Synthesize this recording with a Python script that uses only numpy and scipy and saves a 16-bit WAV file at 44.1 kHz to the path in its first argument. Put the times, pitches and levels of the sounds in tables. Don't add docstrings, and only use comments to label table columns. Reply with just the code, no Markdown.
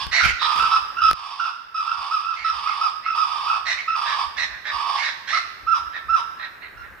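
import sys
import numpy as np
from scipy import signal
from scipy.fft import rfft, irfft, next_fast_len
from scipy.io import wavfile
from scipy.ndimage import map_coordinates

SR = 44100
rng = np.random.default_rng(int(sys.argv[2]) if len(sys.argv) > 2 else 0)


def transcribe(signal):
    frames = np.atleast_2d(signal).T
    limited = np.clip(frames, -1, 1)
    pcm = np.round(limited * 32767).astype(np.int16)
    wavfile.write(sys.argv[1], SR, pcm)


N = 308700
TIME = np.arange(N) / SR


def amp(db):
    return 10 ** (np.asarray(db) / 20)


def unit(x):
    return x / np.sqrt(np.mean(x ** 2) + 1e-20)


def along(points, hz):
    f, v = np.transpose(points)
    return np.interp(np.log(hz + 1), np.log(f), v)


def filtered(x, response):
    n = x.shape[-1]
    padded = next_fast_len(n + 4096)
    hz = np.fft.rfftfreq(padded, 1 / SR)
    return irfft(rfft(x, padded) * response(hz), padded)[..., :n]


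def coloured(x, points, stretch=1):
    return unit(filtered(x, lambda hz: amp(along(points, hz / stretch))))


def wobble(rate, n):
    knots = rng.standard_normal(n // 8 + 8)
    used = knots[:int(n * rate / SR) + 4]
    return map_coordinates(used, [np.arange(n) * rate / SR], mode="nearest")


def add(track, start_s, x):
    i = max(round(start_s * SR), 0)
    track[..., i:i + x.shape[-1]] += x[..., :track.shape[-1] - i]


def swell(t, length, rise, fall):
    opening = np.sin(np.pi / 2 * np.clip(t / rise, 0, 1))
    closing = np.sin(np.pi / 2 * np.clip((length - t) / fall, 0, 1))
    return opening * closing


# freq_hz, level_db (relative)
BUSH = [(25, -3.5), (70, -0.5), (150, -9), (400, -8.5), (800, -8.5), (1600, 3.5), (3000, -17.5),
        (5000, -26.5), (9000, -32.5), (15000, -25.5)]


def bush():
    air = rng.standard_normal((2, N)) + 0.94 * rng.standard_normal(N)
    return amp(-45 + 0.37 * wobble(2.607, N)) * coloured(air, BUSH)


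# start_s, length_s, level_db (relative)
SHIFTS = [(0.014, 0.15, -45), (0.237, 0.12, -36), (0.43, 0.1, -57), (0.553, 0.14, -60), (0.823, 0.072, -53),
          (1.024, 0.2, -45), (1.988, 0.032, -42), (2.396, 0.038, -48), (2.525, 0.12, -47),
          (3.506, 0.03, -49), (3.638, 0.19, -54), (4.069, 0.06, -51), (4.256, 0.045, -49),
          (4.374, 0.28, -51.5), (4.744, 0.036, -46), (5.63, 0.09, -51), (5.797, 0.096, -46.5),
          (6.054, 0.11, -47.5), (6.759, 0.25, -52.5)]
SHIFT_DB, SHIFT_FADE_DB_PER_S = 7.5, 51
SHIFT_ATTACK_S, SHIFT_RELEASE_S = .03, 0.055
TREMOR_DB = -70


def grip():
    force = amp(TREMOR_DB + 3 * wobble(7.7, N))
    for start_s, length_s, level_db in SHIFTS:
        span = length_s + SHIFT_ATTACK_S
        t = np.arange(int(span * SR)) / SR
        fading = amp(level_db + SHIFT_DB - SHIFT_FADE_DB_PER_S * t)
        shift = fading * swell(t, span, SHIFT_ATTACK_S, SHIFT_RELEASE_S)
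        add(force, start_s - SHIFT_ATTACK_S / 2, shift)
    return force


# start_s, thud_db, click_db (relative)
BUMPS = [(.068, -20, -16.5), (.235, -19, -27), (.245, -33, -13), (0.258, -10.5, -12.5), (0.588, -24, -28),
         (0.641, -29, -25), (1.113, -12.5, 8), (1.132, -12, 1.5)]
# start_s, length_s, hiss_db, rumble_db (relative)
RUBS = [(0.228, .1, -29, -33), (0.549, .16, -35, -43.5)]
# freq_hz, level_db (relative)
CASE = [(20, -34.5), (40, -2), (62, 4), (95, -11), (160, -18.5), (300, -29.5), (800, -44.5), (2000, -71.5)]
# freq_hz, level_db (relative)
SKIN = [(100, 2.5), (500, 3), (3000, 8), (7000, -8.5), (11000, -13.5), (15000, -18.5)]


def handling():
    thuds, clicks, slides = np.zeros(N), np.zeros(N), np.zeros((2, N))
    t = np.arange(SR // 8) / SR
    for start_s, thud_db, click_db in BUMPS:
        thud = np.sin(2 * np.pi * 68 * t) + 0.43 * np.sin(2 * np.pi * 150 * t)
        add(thuds, start_s, amp(thud_db - 60 * t / 0.035) * thud)
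        modes = [(600, 0.13), (2100, 0.81), (4200, 0.97), (10200, 0.25)]  # Hz, gain
        ring = sum(gain * np.sin(2 * np.pi * hz * t) for hz, gain in modes)
        add(clicks, start_s, amp(click_db - 60 * t / 0.0015) * ring)
    for start_s, length_s, hiss_db, rumble_db in RUBS:
        t = np.arange(int(length_s * SR)) / SR
        stroke = swell(t, length_s, 0.017, 0.062) * amp(4.2 * wobble(200, len(t)))
        hiss = coloured(rng.standard_normal((2, len(t))), SKIN)
        add(slides, start_s, amp(hiss_db) * stroke * hiss)
        rumble = coloured(rng.standard_normal(len(t)), CASE)
        add(thuds, start_s, amp(rumble_db) * stroke * rumble)
    rocking = np.array([[1.2], [-.4]])
    shake = rocking * rng.standard_normal(N) + 0.58 * rng.standard_normal((2, N))
    held = rocking * thuds + grip() * coloured(shake, CASE)
    return held + clicks * np.array([[1], [.4]]) + slides * np.array([[1], [.8]])


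# freq_hz, level_db (relative)
THROAT = [(600, -60), (1350, -24), (1650, -6), (2150, -12), (2600, 0), (3100, -3), (3650, 0), (4000, -17),
          (4250, -17), (4650, -1), (5050, 2), (5800, -14), (6800, -30), (8000, -22), (8800, -27),
          (9700, -21), (10800, -35), (15000, -46)]


def syrinx(pitch, rough, air, stretch=1):
    n = len(pitch)
    jitter = .04 * wobble(420, n) + .012 * wobble(1500, n)
    phase = 2 * np.pi * np.cumsum(pitch * (1 + rough * jitter)) / SR
    third = np.clip(3.8 - 10 * rough, .3, 1.6)
    lower = third * np.sin(3 * phase) + np.sin(4 * phase)
    upper = .04 * np.sin(6 * phase) + .06 * np.sin(7 * phase)
    overtones = unit(lower + upper)
    breath = rng.standard_normal(n) * (1 + 0.36 * np.sin(phase))
    rush = coloured(breath, THROAT, stretch)
    return unit(np.sin(phase)), unit(np.sin(2 * phase)), unit(overtones + air * rush)


# start_s, length_s, pitch_hz (at the start), level_db, edge_db (relative)
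ROLLS = [(-.1, 0.16, 1118, -31, -6.5), (.407, 0.385, 1249, -23, -15), (1.139, 0.39, 1164, -28, -11.5),
         (1.804, 0.35, 1187, -26, -14.5), (2.173, 0.21, 1255, -30.5, -13.5),
         (2.504, .41, 1197, -26.5, -13.5), (3.13, 0.22, 1189, -26, -15), (3.31, .29, 1192, -24, -15.5),
         (3.945, .325, 1209, -24, -15.5), (4.712, .295, 1169, -24.5, -15.5)]
ROLL_ATTACK_S, ROLL_RELEASE_S = .025, .035
ROLL_SAG_HZ_PER_S = 280
FLAP_HZ, FLAP_SAG = 81.75, .31


def chuckle():
    out = np.zeros(N)
    for start_s, length_s, pitch_hz, level_db, edge_db in ROLLS:
        t = np.arange(int(max(-start_s, 0) * SR), int(length_s * SR)) / SR
        flaps = np.cumsum(FLAP_HZ * amp(2.6 * wobble(110, len(t)))) / SR
        opening = np.sin(np.pi * flaps) ** 2
        pitch = (pitch_hz - ROLL_SAG_HZ_PER_S * t) * (1.02 - FLAP_SAG * (1 - opening) ** 3)
        tone, octave, rush = syrinx(pitch, rough=.6, air=3)
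        size = amp(2.3 * wobble(121.5, len(t)))
        voice = unit(size * (0.54 + opening)) * (tone + amp(-22.5) * octave)
        edge = amp(edge_db + 6.5) * unit(size * (11.0 + opening)) * rush
        effort = swell(t, length_s, ROLL_ATTACK_S, ROLL_RELEASE_S) * amp(level_db - 3.5)
        add(out, start_s, effort * (voice + edge))
    held = np.zeros(N)
    for start_s, length_s, *_, rough in HOOTS:
        held += (1 - rough) * swell(TIME - start_s, length_s, .01, .01)
    return np.clip(1 - 0.43 * held, 0, 1) * out


# freq_hz, t60_s
TREES = [(300, 1), (1300, 0.89), (2300, 1.0), (5000, 1), (10000, 0.81)]


def trees(x, near_db, far_db):
    hz, t, z = signal.stft(rng.standard_normal((2, SR)), SR, nperseg=256)
    decay = amp(-60 * t / along(TREES, hz)[:, None])
    build_up = 1 - np.exp(-t / 0.015)
    tail = signal.istft(z * decay * build_up, SR, nperseg=256)[1]
    lag = np.arange(tail.shape[1]) / SR
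    limbs = rng.standard_normal(tail.shape) ** 3 * amp(-60 * lag / 0.19) * (lag > .003)
    response = (amp(near_db) * unit(limbs) + amp(far_db) * unit(tail)) / np.sqrt(len(lag))
    return signal.fftconvolve(x[None], response, axes=1)[:, :N]


def perched(x, right_db, lag, near_db, far_db):
    def ports(hz):
        left = amp(-right_db / 2) * np.exp(-2j * np.pi * hz * lag / SR)
        right = amp(right_db / 2) + 0 * hz
        return np.array([left, right])

    return filtered(x, ports) + trees(x, near_db, far_db) * amp([[-2.8], [2.8]])


# start_s, length_s, centre_hz, fall (share of pitch over the call),
# level_db, edge_db (relative)
RASPS = [(0.118, 0.093, 1946, 0.058, -22.5, -6), (0.219, 0.085, 2175, .13, -24, -12.5),
         (0.395, 0.073, 1740, 0.22, -34, 5), (2.361, .072, 2100, 0, -32, -10.5),
         (2.436, 0.059, 1830, .07, -34, -4), (2.673, 0.064, 2020, 0, -35, -11),
         (3.032, 0.05, 2020, -0.018, -34.5, -14), (3.659, 0.072, 1904, 0.02, -22.5, -5.5),
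         (3.765, 0.046, 2107, -.14, -29.5, -16), (4.054, 0.082, 1728, -0.011, -28, -4.5),
         (4.37, 0.076, 1865, 0, -25, -6), (4.496, 0.075, 1744, 0, -37, -22),
         (4.647, 0.062, 1739, 0, -27.5, -9), (4.964, .1, 2077, -.15, -29.5, -9),
         (5.02, 0.078, 1790, -0.014, -27, -6), (5.275, .11, 1893, -0.29, -27, -5.5),
         (5.931, 0.054, 1729, 0, -32.5, -12), (6.392, 0.066, 1804, 0, -34, -10),
         (6.611, 0.057, 1930, -0.015, -40.5, -11.5), (6.822, 0.048, 1764, 0, -45, -19)]
# freq_hz, level_db (relative)
RASP_BODY = [(200, -70), (600, -21), (850, -12), (1400, -9), (1650, -1), (2000, 0), (2300, -5), (2900, -11),
             (3200, -30), (4500, -90)]
# freq_hz, level_db (relative)
RASP_EDGE = [(1500, -60), (3200, -8.5), (3800, 1.5), (4250, 12), (4700, -5), (5500, 4), (7000, -13.5),
             (9500, -23.5), (12000, -38), (15000, -81)]


def rasps():
    out = np.zeros(N)
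    for start_s, length_s, centre_hz, fall, level_db, edge_db in RASPS:
        t = np.arange(int((length_s + .02) * SR)) / SR
        n, u = len(t), t / t[-1]
        arch = 1.05 - .14 * (2 * u - 1) ** 2 - fall * (u - .5)
        cycles = np.cumsum(centre_hz * arch * (1 + .06 * wobble(700, n))) / SR
        snaps = unit(np.diff(np.floor(cycles / 3), prepend=0))
        source = snaps + 1.2 * rng.standard_normal(n)
        stretch = centre_hz / 1900
        body = unit(coloured(source, RASP_BODY, stretch) + 1.2 * np.sin(2 * np.pi * cycles))
        edge = coloured(source, RASP_EDGE, stretch) + 1.15 * np.sin(4 * np.pi * cycles)
        top_db = min(2.6 * (level_db + 30), 0)
        edge = unit(filtered(edge, lambda hz: amp(along([(4400, 0.018), (5100, top_db)], hz))))
        grit = unit(amp(2.5 * wobble(328.0, n)))
        effort = amp(level_db - 1.0) * swell(t, t[-1], 0.03, 0.022) * grit
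        add(out, start_s - .008, effort * (body + amp(edge_db) * edge))
    return out


# start_s, length_s, pitch_hz (nominal), level_db (relative), press (0 open, 1 pressed),
# roughness (about 0 to 1)
HOOTS = [(0.193, 0.072, 1432, -20.5, 0.8, 1.11), (0.586, 0.087, 1306, -23, 0.16, 0.73),
         (.712, 0.06, 1301, -19, 0.89, 0.33), (0.964, 0.054, 1361, -26.5, 0, 0.48),
         (1.013, 0.11, 1292, -17.5, 0.79, 0.48), (1.391, 0.098, 1349, -17, 0.44, 0.68),
         (1.741, 0.073, 1275, -18.5, 0.81, 0.35), (1.847, .08, 1318, -20, 0.34, 0.65),
         (2.11, 0.072, 1281, -17.5, 0.81, 0.39), (2.239, 0.099, 1313, -23.5, 0.12, 0.25),
         (2.442, .069, 1297, -18.5, 0.93, 0.35), (2.652, 0.076, 1260, -21.5, .4, .6),
         (2.809, .067, 1267, -17.5, 0.88, .25), (3.056, .08, 1307, -21.5, 0.23, 0.32),
         (3.171, 0.071, 1258, -18, .9, 0.26), (3.469, 0.09, 1281, -21, 0.06, 0.51),
         (3.874, 0.091, 1302, -22, .1, 0.39), (5.323, 0.066, 1284, -23.5, 1, 1.03),
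         (6.768, 0.063, 1372, -42, 0.4, 0.14)]
PUSH_HZ = 46.54
OPEN_OCTAVE_DB, PRESSED_OCTAVE_DB = -8, -16
OPEN_EDGE_DB, PRESSED_EDGE_DB = -25.5, -15.5
PRESSED_FALL = 0.028


def hoots():
    out = np.zeros(N)
    for start_s, length_s, pitch_hz, level_db, press, rough in HOOTS:
        t = np.arange(int(length_s * SR)) / SR
        u = t / length_s
        push = np.sin(np.pi * u * np.round(length_s * PUSH_HZ)) ** 2
        octave_db = OPEN_OCTAVE_DB + press * (PRESSED_OCTAVE_DB - OPEN_OCTAVE_DB)
        edge_db = OPEN_EDGE_DB + press * (PRESSED_EDGE_DB - OPEN_EDGE_DB)
        arch = 1.016 - .075 * (2 * u - 1) ** 4
        pitch = pitch_hz * (arch + .035 * (push - .7) - press * PRESSED_FALL * (u - .5))
        tone, octave, edge = syrinx(pitch, rough + .12, air=.25 + 1.8 * rough, stretch=1.03)
        gate = swell(t, length_s, 0.0069, 0.0033) * amp(5.7 * rough * wobble(251.0, len(t)))
        voice = unit(gate * (.2 + rough + push)) * (tone + amp(octave_db - 3.5) * octave)
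        sharp = amp(edge_db + 3.0) * unit(gate * (7.3 + push)) * edge
        add(out, start_s, amp(level_db - 2.5) * (voice + sharp))
    return out


# start_s, pitch_hz (nominal), level_db (relative)
KOOKS = [(5.665, 1307, -17), (6.083, 1300, -17.5)]
KOOK_CLEAR_S, KOOK_BREAK_S = .08, .06
KOOK_GROW_DB, KOOK_BREAK_DB = 10, -8.5
KOOK_DROOP, KOOK_FLAP_HZ = 0.25, 90.2
KOOK_OCTAVE_DB, KOOK_OVERTONES_DB, KOOK_RUSH_DB = -22.5, -26.5, -12.5


def kooks():
    out = np.zeros(N)
    t = np.arange(int((KOOK_CLEAR_S + KOOK_BREAK_S) * SR)) / SR
    u = np.clip(t / KOOK_CLEAR_S, 0, 1)
    droop = np.clip((t - KOOK_CLEAR_S) / KOOK_BREAK_S, 0, 1)
    push = np.abs(np.sin(2 * np.pi * u))
    growth = amp(KOOK_GROW_DB * (u - 1))
    clear = swell(t, KOOK_CLEAR_S + .002, .004, .008) * growth * (.3 + push)
    rattle = amp(KOOK_BREAK_DB) * swell(t - KOOK_CLEAR_S, KOOK_BREAK_S, .004, 0.058)
    arch = 1.03 - .11 * (2 * u - 1) ** 4 + .04 * (push - .7)
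    for start_s, pitch_hz, level_db in KOOKS:
        flaps = np.cumsum(KOOK_FLAP_HZ * amp(2.54 * wobble(110.5, len(t)))) / SR
        flap = np.sin(np.pi * flaps) ** 2
        pitch = pitch_hz * (arch - KOOK_DROOP * droop + .25 * (droop > 0) * (flap - .5))
        tone, octave, overtones = syrinx(pitch, rough=.34, air=.6, stretch=1.03)
        rush = coloured(rng.standard_normal(len(t)), THROAT, stretch=1.057)
        blend = tone + amp(KOOK_OCTAVE_DB) * octave + amp(KOOK_OVERTONES_DB) * overtones
        voice = (clear + rattle * (0.07 + flap)) * blend
        add(out, start_s, amp(level_db) * (voice + amp(KOOK_RUSH_DB) * rattle * rush))
    return out


def scene():
    laugh = amp(2.0) * (hoots() + kooks() + chuckle())
    laugher = perched(laugh, right_db=6.5, lag=-1.9, near_db=-1, far_db=-4.5)
    rasper = perched(rasps(), right_db=9.0, lag=2.14, near_db=1.5, far_db=-5.5)
    return laugher + rasper + handling() + bush()


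TOP_HZ = 15500


def record(dry):
    over_db = np.maximum(20 * np.log10(np.abs(dry).max(axis=0) / .9 + 1e-9), 0)
    release = np.exp(-TIME / 2.0)
    duck_db = np.maximum.accumulate(over_db / release) * release
    return filtered(dry * amp(-duck_db), lambda hz: (hz < TOP_HZ) * (1j * hz / (1j * hz + 28)) ** 2)


dry = scene()
out = record(dry)
transcribe(out)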